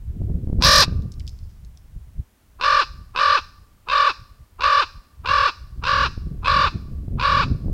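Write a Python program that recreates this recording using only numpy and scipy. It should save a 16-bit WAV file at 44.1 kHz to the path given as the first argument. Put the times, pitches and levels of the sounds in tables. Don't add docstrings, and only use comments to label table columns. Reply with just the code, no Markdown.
import sys
import numpy as np
from scipy import signal
from scipy.fft import rfft, irfft, next_fast_len
from scipy.io import wavfile
from scipy.ndimage import uniform_filter1d, map_coordinates

SR = 44100
rng = np.random.default_rng(int(sys.argv[2]) if len(sys.argv) > 2 else 0)


def inscribe(sig):
    pcm = np.round(np.clip(np.atleast_2d(sig).T, -1, 1) * 32767)
    wavfile.write(sys.argv[1], SR, pcm.astype(np.int16))


N = 340893

# onset_s, length_factor, pitch_factor, relative_level_db, facing_microphone_0_to_1, throat_size_factor
CROAKS = [(.622, 0.93, 1.043, -16, 0.91, 1.007), (2.610, 0.95, 1.024, -16.5, 0.06, 1.0),
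          (3.160, 0.98, 1.024, -16.5, 0.03, 1.0), (3.885, 0.96, 1.032, -17, 0, 1.021),
          (4.606, 0.99, 1.034, -16.5, 0, 1.014), (5.258, 1.023, 1.002, -17, 0, 1.009),
          (5.837, 1.002, .985, -17.5, 0, 0.995), (6.444, 1.022, 1.02, -16.5, 0, 1.033),
          (7.197, 1.042, 1.007, -17.5, 0, 1.034)]
# frequency_hz, gain_db
THROAT_OPEN = [(230, -30), (570, -17), (760, -20.5), (990, -13.5), (1165, 2.5), (1290, -6), (1470, -4),
               (1780, -12.5), (2080, -24), (2500, -15.5), (2920, -17.5), (3200, -25), (3850, -18),
               (5100, -24.5), (6800, -46.5)]
# frequency_hz, gain_db
THROAT_SHUT = [(230, -16.5), (520, -18), (730, -20.5), (1040, -2), (1450, -6), (2000, -24.5), (2650, -5),
               (3150, -20.5), (3700, -14), (5100, -23), (6800, -44)]
# frequency_hz, gain_db
ROLL_OFF = [(6800, 0), (8300, -6.5), (10500, -15), (15000, -29)]
# frequency_hz, gain_db
FRONT = [(300, 3.5), (720, 12), (1150, -1.5), (1450, -1.5), (1900, 12.5), (2650, 0), (3400, 11), (4450, 17),
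         (5600, 26), (7000, 24), (10500, 31.5)]
# start_s, peak_db, pitch_hz
STEPS = [(1.021, -42.5, 4710), (1.1192, -35.5, 5400), (1.1393, -41.5, 5030), (1.1973, -34, 4870),
         (1.2041, -38, 2623), (1.2684, -37.5, 4760), (1.277, -26, 4720), (1.2924, -34.5, 4900),
         (1.3888, -44, 4770), (1.6482, -45, 4900), (1.7737, -39.5, 5040)]
# frequency_hz, level_db
FEATHERS = [(1500, -25), (5000, 4), (9000, -16.5)]
# frequency_hz, t60_s
FOREST_T60 = [(300, 0.93), (1150, 0.94), (1900, 0.7), (5000, 0.74), (9000, 0.75)]
# frequency_hz, gain_db
FOREST = [(300, -3.5), (800, 1), (1150, 0), (2000, 5), (3200, 2.5), (5200, 17.5), (7000, 17), (11000, 13)]
# time_s, strength_db
WIND = [(0, -35), (.25, -26), (.55, -24), (.88, -24.5), (1.4, -39), (2.18, -44), (2.37, -63), (2.68, -40.5),
        (3.45, -47), (3.78, -53), (3.95, -42.5), (4.5, -53.5), (4.75, -45), (5.12, -49), (5.3, -33.5),
        (5.52, -43.5), (5.8, -32), (7.05, -28), (7.73, -22)]
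# centre_s, length_s, rise_db
PUFFS = [(1.967, 0.017, 11), (2.202, 0.026, 10.5), (2.982, 0.067, 9), (3.609, 0.029, 12.5),
         (4.208, 0.036, 8.5), (4.408, 0.022, 14.5), (4.978, 0.038, 11.5), (6.272, 0.029, 5.5),
         (6.753, 0.017, 7.5)]
# frequency_hz, level_db
RUMBLE = [(12, -34), (20, -1), (43, -1.5), (75, -0.5), (187, -21.5), (269, -39.5), (352, -42.5), (500, -49),
          (650, -81), (1100, -120)]
# frequency_hz, level_db
GUST = [(12, -32), (20, -4.5), (59, 1.5), (86, 0), (145, -3.5), (258, -14.5), (392, -22.5), (631, -37),
        (700, -35.5), (910, -65.5), (1540, -120)]
# start_s, relative_peak_db
SLAPS = [(.217, -25), (.297, -27.5), (.473, -25.5), (.499, -23), (.529, -20), (.588, -22.5), (.88, -23),
         (.924, -28), (6.177, -29), (7.081, -28.5), (7.682, -23)]
# frequency_hz, level_db
HISS = [(120, -36), (200, 3), (538, -8.5), (579, -6.5), (623, -7), (683, -9), (916, -8.5), (4860, -18.5),
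        (13300, -19.5), (16000, -18.5)]

STUTTER_S, STUTTERS = .0134, 3
CHOKE_DB, STUTTER_SAG, STUTTER_ROUGH = 24, .16, .55
FIRST_FLUTTER_S, LAST_FLUTTER_S, SETTLE_BEATS = .021, .025, 2.2
SETTLE_AT_S, SETTLE_S, STILL_AT_S, STILL_S = .031, .014, .206, .018
FLUTTER_DIP, FLUTTER_RISE, FLUTTER_SWELL_DB = .225, .06, 3
CREST_SHARE, CLIMB_POWER = .79, .85
PITCH_HZ, HOLD_S, SAG_HZ_PER_S, SAG_FLOOR_HZ = 549.2, .205, 8400, 185
SCOOP, SCOOP_S = .11, .012
LEAD_S, LEAD_DB, LEAD_RISE_DB_PER_S = .0088, -8, 1800
ATTACK_DB, ATTACK_S, SWELL_DB_PER_S = -3.5, .028, 3.5
RELEASE_AT_S, RELEASE_S, RELEASE_DB = .22, .027, 21.5
ROUGH_START, ROUGH_END, CLEARING_S = .6, .22, .023
OPEN_AT_S, OPEN_S, CLOSE_AT_S, CLOSE_S, END_OPENING = .036, .04, .22, .019, .12

FOLD_AT_S, FOLD_S, FOLD_DB = 1.44, .09, -69.5
EDDIES_PER_S, EDDY_DB = 14, 2
SMALL_SLAPS_PER_S, SMALL_SLAP_DB, SLAP_GROWTH = 24, -7.5, 1.8
HISS_DB = -62.5
TOP_HZ = 15900


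def raven(voice_db=35, turned_db=-3):
    direct, spread = np.zeros(N), np.zeros(N)
    for s, length, pitch, db, facing, throat in CROAKS:
        t = np.arange(-2 * STUTTER_S * SR, SR // 3) / SR
        flow = amp(db + voice_db) * flicker(syrinx(t / length, pitch))
        wide, shut = (
            ring(flow, lambda hz: along(shape, hz * throat) + along(ROLL_OFF, hz))
            for shape in (THROAT_OPEN, THROAT_SHUT))
        opening = beak(t / length)
        voice = opening * wide + (1 - opening) * shut
        aimed = ring(voice, lambda hz: facing * along(FRONT, hz))
        add(direct, s + t[0], aimed + glints(aimed))
        add(spread, s + t[0], amp(turned_db * facing) * voice)
    return direct, spread


def syrinx(t, pitch, drift=.014, jitter_s=.00007, shimmer_db=4, rasp=.02, soft_hz=1250):
    hz, force, rough = gesture(t)
    turns = np.cumsum(pitch * hz * (1 + drift * wobble(130, len(t)))) / SR
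    at = np.interp(np.arange(1, turns[-1]), turns, np.arange(len(t)))
    k = at.astype(int)
    late, strong = rng.standard_normal((len(k), 2)).T
    jittered = at + late * rough[k] * jitter_s * SR
    sizes = force[k] * amp(shimmer_db * rough[k] * strong)
    train = pulses(jittered, sizes, len(t))
    air = unit(np.exp(-3 * (turns % 1)) * rng.standard_normal(len(t)))
    low_pass = signal.butter(3, soft_hz, fs=SR, output="sos")
    soft = signal.sosfilt(low_pass, train * (t < 0))
    return soft + train * (t >= 0) + rasp * rough * force * air


def gesture(t):
    cycle, settled = beat(t), ramp(t, SETTLE_AT_S, SETTLE_S)
    stutter = 1 - settled
    flutter = settled * (1 - ramp(t, STILL_AT_S, STILL_S))
    climb = np.minimum(cycle / CREST_SHARE, (1 - cycle) / (1 - CREST_SHARE))
    arch = np.sin(np.pi / 2 * climb) ** CLIMB_POWER
    swing = (FLUTTER_DIP + FLUTTER_RISE) * arch - FLUTTER_DIP
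    bend = flutter * swing - stutter * STUTTER_SAG * cycle
    scoop = 1 - SCOOP * np.exp(-np.maximum(t, -STUTTER_S) / SCOOP_S)
    sagging = np.maximum(PITCH_HZ - SAG_HZ_PER_S * np.maximum(t - HOLD_S, 0), SAG_FLOOR_HZ)
    hz = sagging * scoop * (1 + bend)
    swell = flutter * FLUTTER_SWELL_DB * (arch ** 2 - .5)
    choke = stutter * (t > -STUTTER_S / 2) * CHOKE_DB * cycle ** 2
    db = effort(t) + swell - choke
    fading = np.exp(-np.maximum(t - SETTLE_AT_S, 0) / CLEARING_S)
    clearing = ROUGH_END + (ROUGH_START - ROUGH_END) * fading
    return hz, amp(db), stutter * STUTTER_ROUGH + settled * clearing


def beat(t, count=12):
    settling = np.exp(-np.arange(count) / SETTLE_BEATS)
    periods = LAST_FLUTTER_S + (FIRST_FLUTTER_S - LAST_FLUTTER_S) * settling
    stutters = STUTTER_S * np.arange(-2, STUTTERS + 1)
    starts = np.concatenate([stutters, stutters[-1] + np.cumsum(periods)])
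    return np.interp(t, starts, np.arange(len(starts))) % 1


def effort(t):
    lead = LEAD_DB + LEAD_RISE_DB_PER_S * np.minimum(t + LEAD_S, 0)
    held = ATTACK_DB * np.maximum(1 - t / ATTACK_S, 0) + SWELL_DB_PER_S * t
    release = RELEASE_DB * (np.maximum(t - RELEASE_AT_S, 0) / RELEASE_S) ** 2
    return np.where(t < 0, lead, held) - release


def beak(t):
    closing = (1 - END_OPENING) * ramp(t, CLOSE_AT_S, CLOSE_S)
    return np.clip(ramp(t, OPEN_AT_S, OPEN_S) - closing, 0, 1)


def flicker(x, from_hz=2000, full_hz=4000, depth_db=2.8, size=128):
    hz, _, z = signal.stft(x, SR, nperseg=size)
    grain = uniform_filter1d(rng.standard_normal(z.shape), size=2, axis=0)
    patches = unit(uniform_filter1d(grain, size=4, axis=1))
    depth = along([(from_hz, 0), (full_hz, depth_db)], hz)[:, None]
    return signal.istft(z * amp(depth * patches), SR, nperseg=size)[1][:len(x)]


def glints(x, first_s=.001, last_s=.012, echo_db=-5, treble_hz=3000, count=16):
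    high_pass = signal.butter(3, treble_hz, "high", fs=SR, output="sos")
    treble = signal.sosfilt(high_pass, x)
    out, progress = np.zeros(len(x)), np.linspace(0, 1, len(x))
    for moment in np.linspace(0, 1, 5):
        delay, strength = rng.random((count, 2)).T
        sizes = (strength - .5) / np.linalg.norm(strength - .5)
        paths = pulses((first_s + (last_s - first_s) * delay ** 2) * SR, sizes, SR // 40)
        fade = np.sqrt(np.maximum(1 - 4 * np.abs(progress - moment), 0))
        out += fade * signal.fftconvolve(treble, paths)[:len(x)]
    return amp(echo_db) * out


def steps(t60=.0081, scrape_t60=.058, scrape_db=-17, octave_db=-20):
    out, t = np.zeros(N), np.arange(SR // 8) / SR
    for s, db, hz in STEPS:
        decay = amp(-60 * t / t60) + amp(scrape_db - 60 * t / scrape_t60)
        grains = rng.standard_normal(len(t)) ** 3 * decay
        crunch = ring(grains, lambda f: octave_db * np.abs(np.log2((f + 1) / hz)))
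        add(out, s, amp(db) * crunch / np.abs(crunch).max())
    return out


def wings(ruffle_db=3):
    swell = np.exp(-.5 * ((np.arange(N) / SR - FOLD_AT_S) / FOLD_S) ** 2)
    return swell * amp(FOLD_DB + ruffle_db * wobble(60)) * noise(FEATHERS)


def forest(x, near_db=-23, near_t60=.38, far_db=-31):
    hz, t, z = signal.stft(rng.standard_normal((2, SR)), SR, nperseg=256)
    near = signal.istft(z[0] * amp(-60 * t / near_t60), SR, nperseg=256)[1]
    far_decay = amp(-60 * t / along(FOREST_T60, hz)[:, None])
    far = signal.istft(z[1] * far_decay, SR, nperseg=256)[1]
    tail = amp(near_db) * near / np.linalg.norm(near) + amp(far_db) * far / np.linalg.norm(far)
    return filtered(signal.fftconvolve(x, tail)[:N], lambda f: amp(along(FOREST, f)))


def wind(gust_from_db=-31, gust_span_db=4, light_lumps_db=3, gust_lumps_db=3.5):
    t = np.arange(N) / SR
    puffs = sum(rise * np.exp(-((t - s) / length) ** 2) for s, length, rise in PUFFS)
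    db = curves(WIND, t)[0] + puffs + EDDY_DB * wobble(EDDIES_PER_S)
    strong = 1 / (1 + np.exp((gust_from_db - db) / gust_span_db))
    light = unit(noise(RUMBLE) * amp(light_lumps_db * wobble(25)))
    gust = unit(noise(GUST) * amp(gust_lumps_db * wobble(70)))
    return amp(db) * (np.sqrt(1 - strong ** 2) * light + strong * gust)


def slaps(width_s=.0011, tip_s=.00032, slap_db=12):
    out, t = np.zeros(N), np.arange(SR // 25) / SR
    lead = t[-1] / 2
    cusp = np.exp((tip_s - np.hypot(t - lead, tip_s)) / width_s)
    times = rng.random(int(SMALL_SLAPS_PER_S * N / SR)) * N / SR
    strength, = curves(WIND, times)
    small = strength.max() + SLAP_GROWTH * (strength - strength.max()) + SMALL_SLAP_DB
    for s, db in [*SLAPS, *zip(times, small)]:
        add(out, max(s + width_s - lead, 0), rng.choice([-1, 1]) * amp(db + slap_db) * cusp)
    return out


def noise(spectrum):
    return unit(filtered(rng.standard_normal(N), lambda hz: amp(along(spectrum, hz))))


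def ring(x, colour, size=4096):
    cepstrum = irfft(np.log(amp(colour(np.fft.rfftfreq(size, 1 / SR))) + 1e-6))
    cepstrum[1:size // 2] *= 2
    cepstrum[size // 2 + 1:] = 0
    return signal.fftconvolve(x, irfft(np.exp(rfft(cepstrum))))[:len(x)]


def filtered(x, gain):
    m = next_fast_len(len(x) + 8192)
    return irfft(rfft(x, m) * gain(np.fft.rfftfreq(m, 1 / SR)), m)[:len(x)]


def pulses(at, sizes, size, order=8):
    taps = at.astype(int)[:, None] + np.arange(1 - order, order + 1)
    d = taps - at[:, None]
    shape = np.sinc(d) * np.cos(np.pi * d / (2 * order)) ** 2
    return np.bincount(np.clip(taps, 0, size - 1).ravel(), (shape * sizes[:, None]).ravel(), size)


def wobble(rate, size=N):
    knots = rng.standard_normal(int(size * rate / SR) + 4)
    return map_coordinates(knots, [np.arange(size) * rate / SR])


def ramp(t, middle, length):
    return .5 + .5 * np.sin(np.pi * np.clip((t - middle) / length, -.5, .5))


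def along(points, hz):
    f, v = np.transpose(points)
    return np.interp(np.log(hz + 1), np.log(f + 1), v)


def curves(rows, t):
    s, *cols = np.transpose(rows)
    return [np.interp(t, s, c) for c in cols]


def amp(db):
    return 10 ** (np.asarray(db) / 20)


def unit(x):
    return x / np.sqrt(np.mean(x ** 2) + 1e-20)


def add(track, s, x):
    part = track[round(s * SR):][:len(x)]
    part += x[:len(part)]


def scene(feet_spread_db=-5):
    direct, spread = raven()
    feet = steps() + wings()
    echoes = forest(spread + amp(feet_spread_db) * feet)
    hiss = amp(HISS_DB) * noise(HISS)
    return (direct + feet + echoes + wind() + slaps() + hiss)[None]


def record(dry, ceiling=.85, trough=.6, hardness=6):
    limit = np.where(dry[0] > 0, ceiling, trough)
    clipped = dry[0] / (1 + np.abs(dry[0] / limit) ** hardness) ** (1 / hardness)
    return filtered(clipped, lambda hz: hz < TOP_HZ)[None]


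dry = scene()
out = record(dry)
inscribe(out)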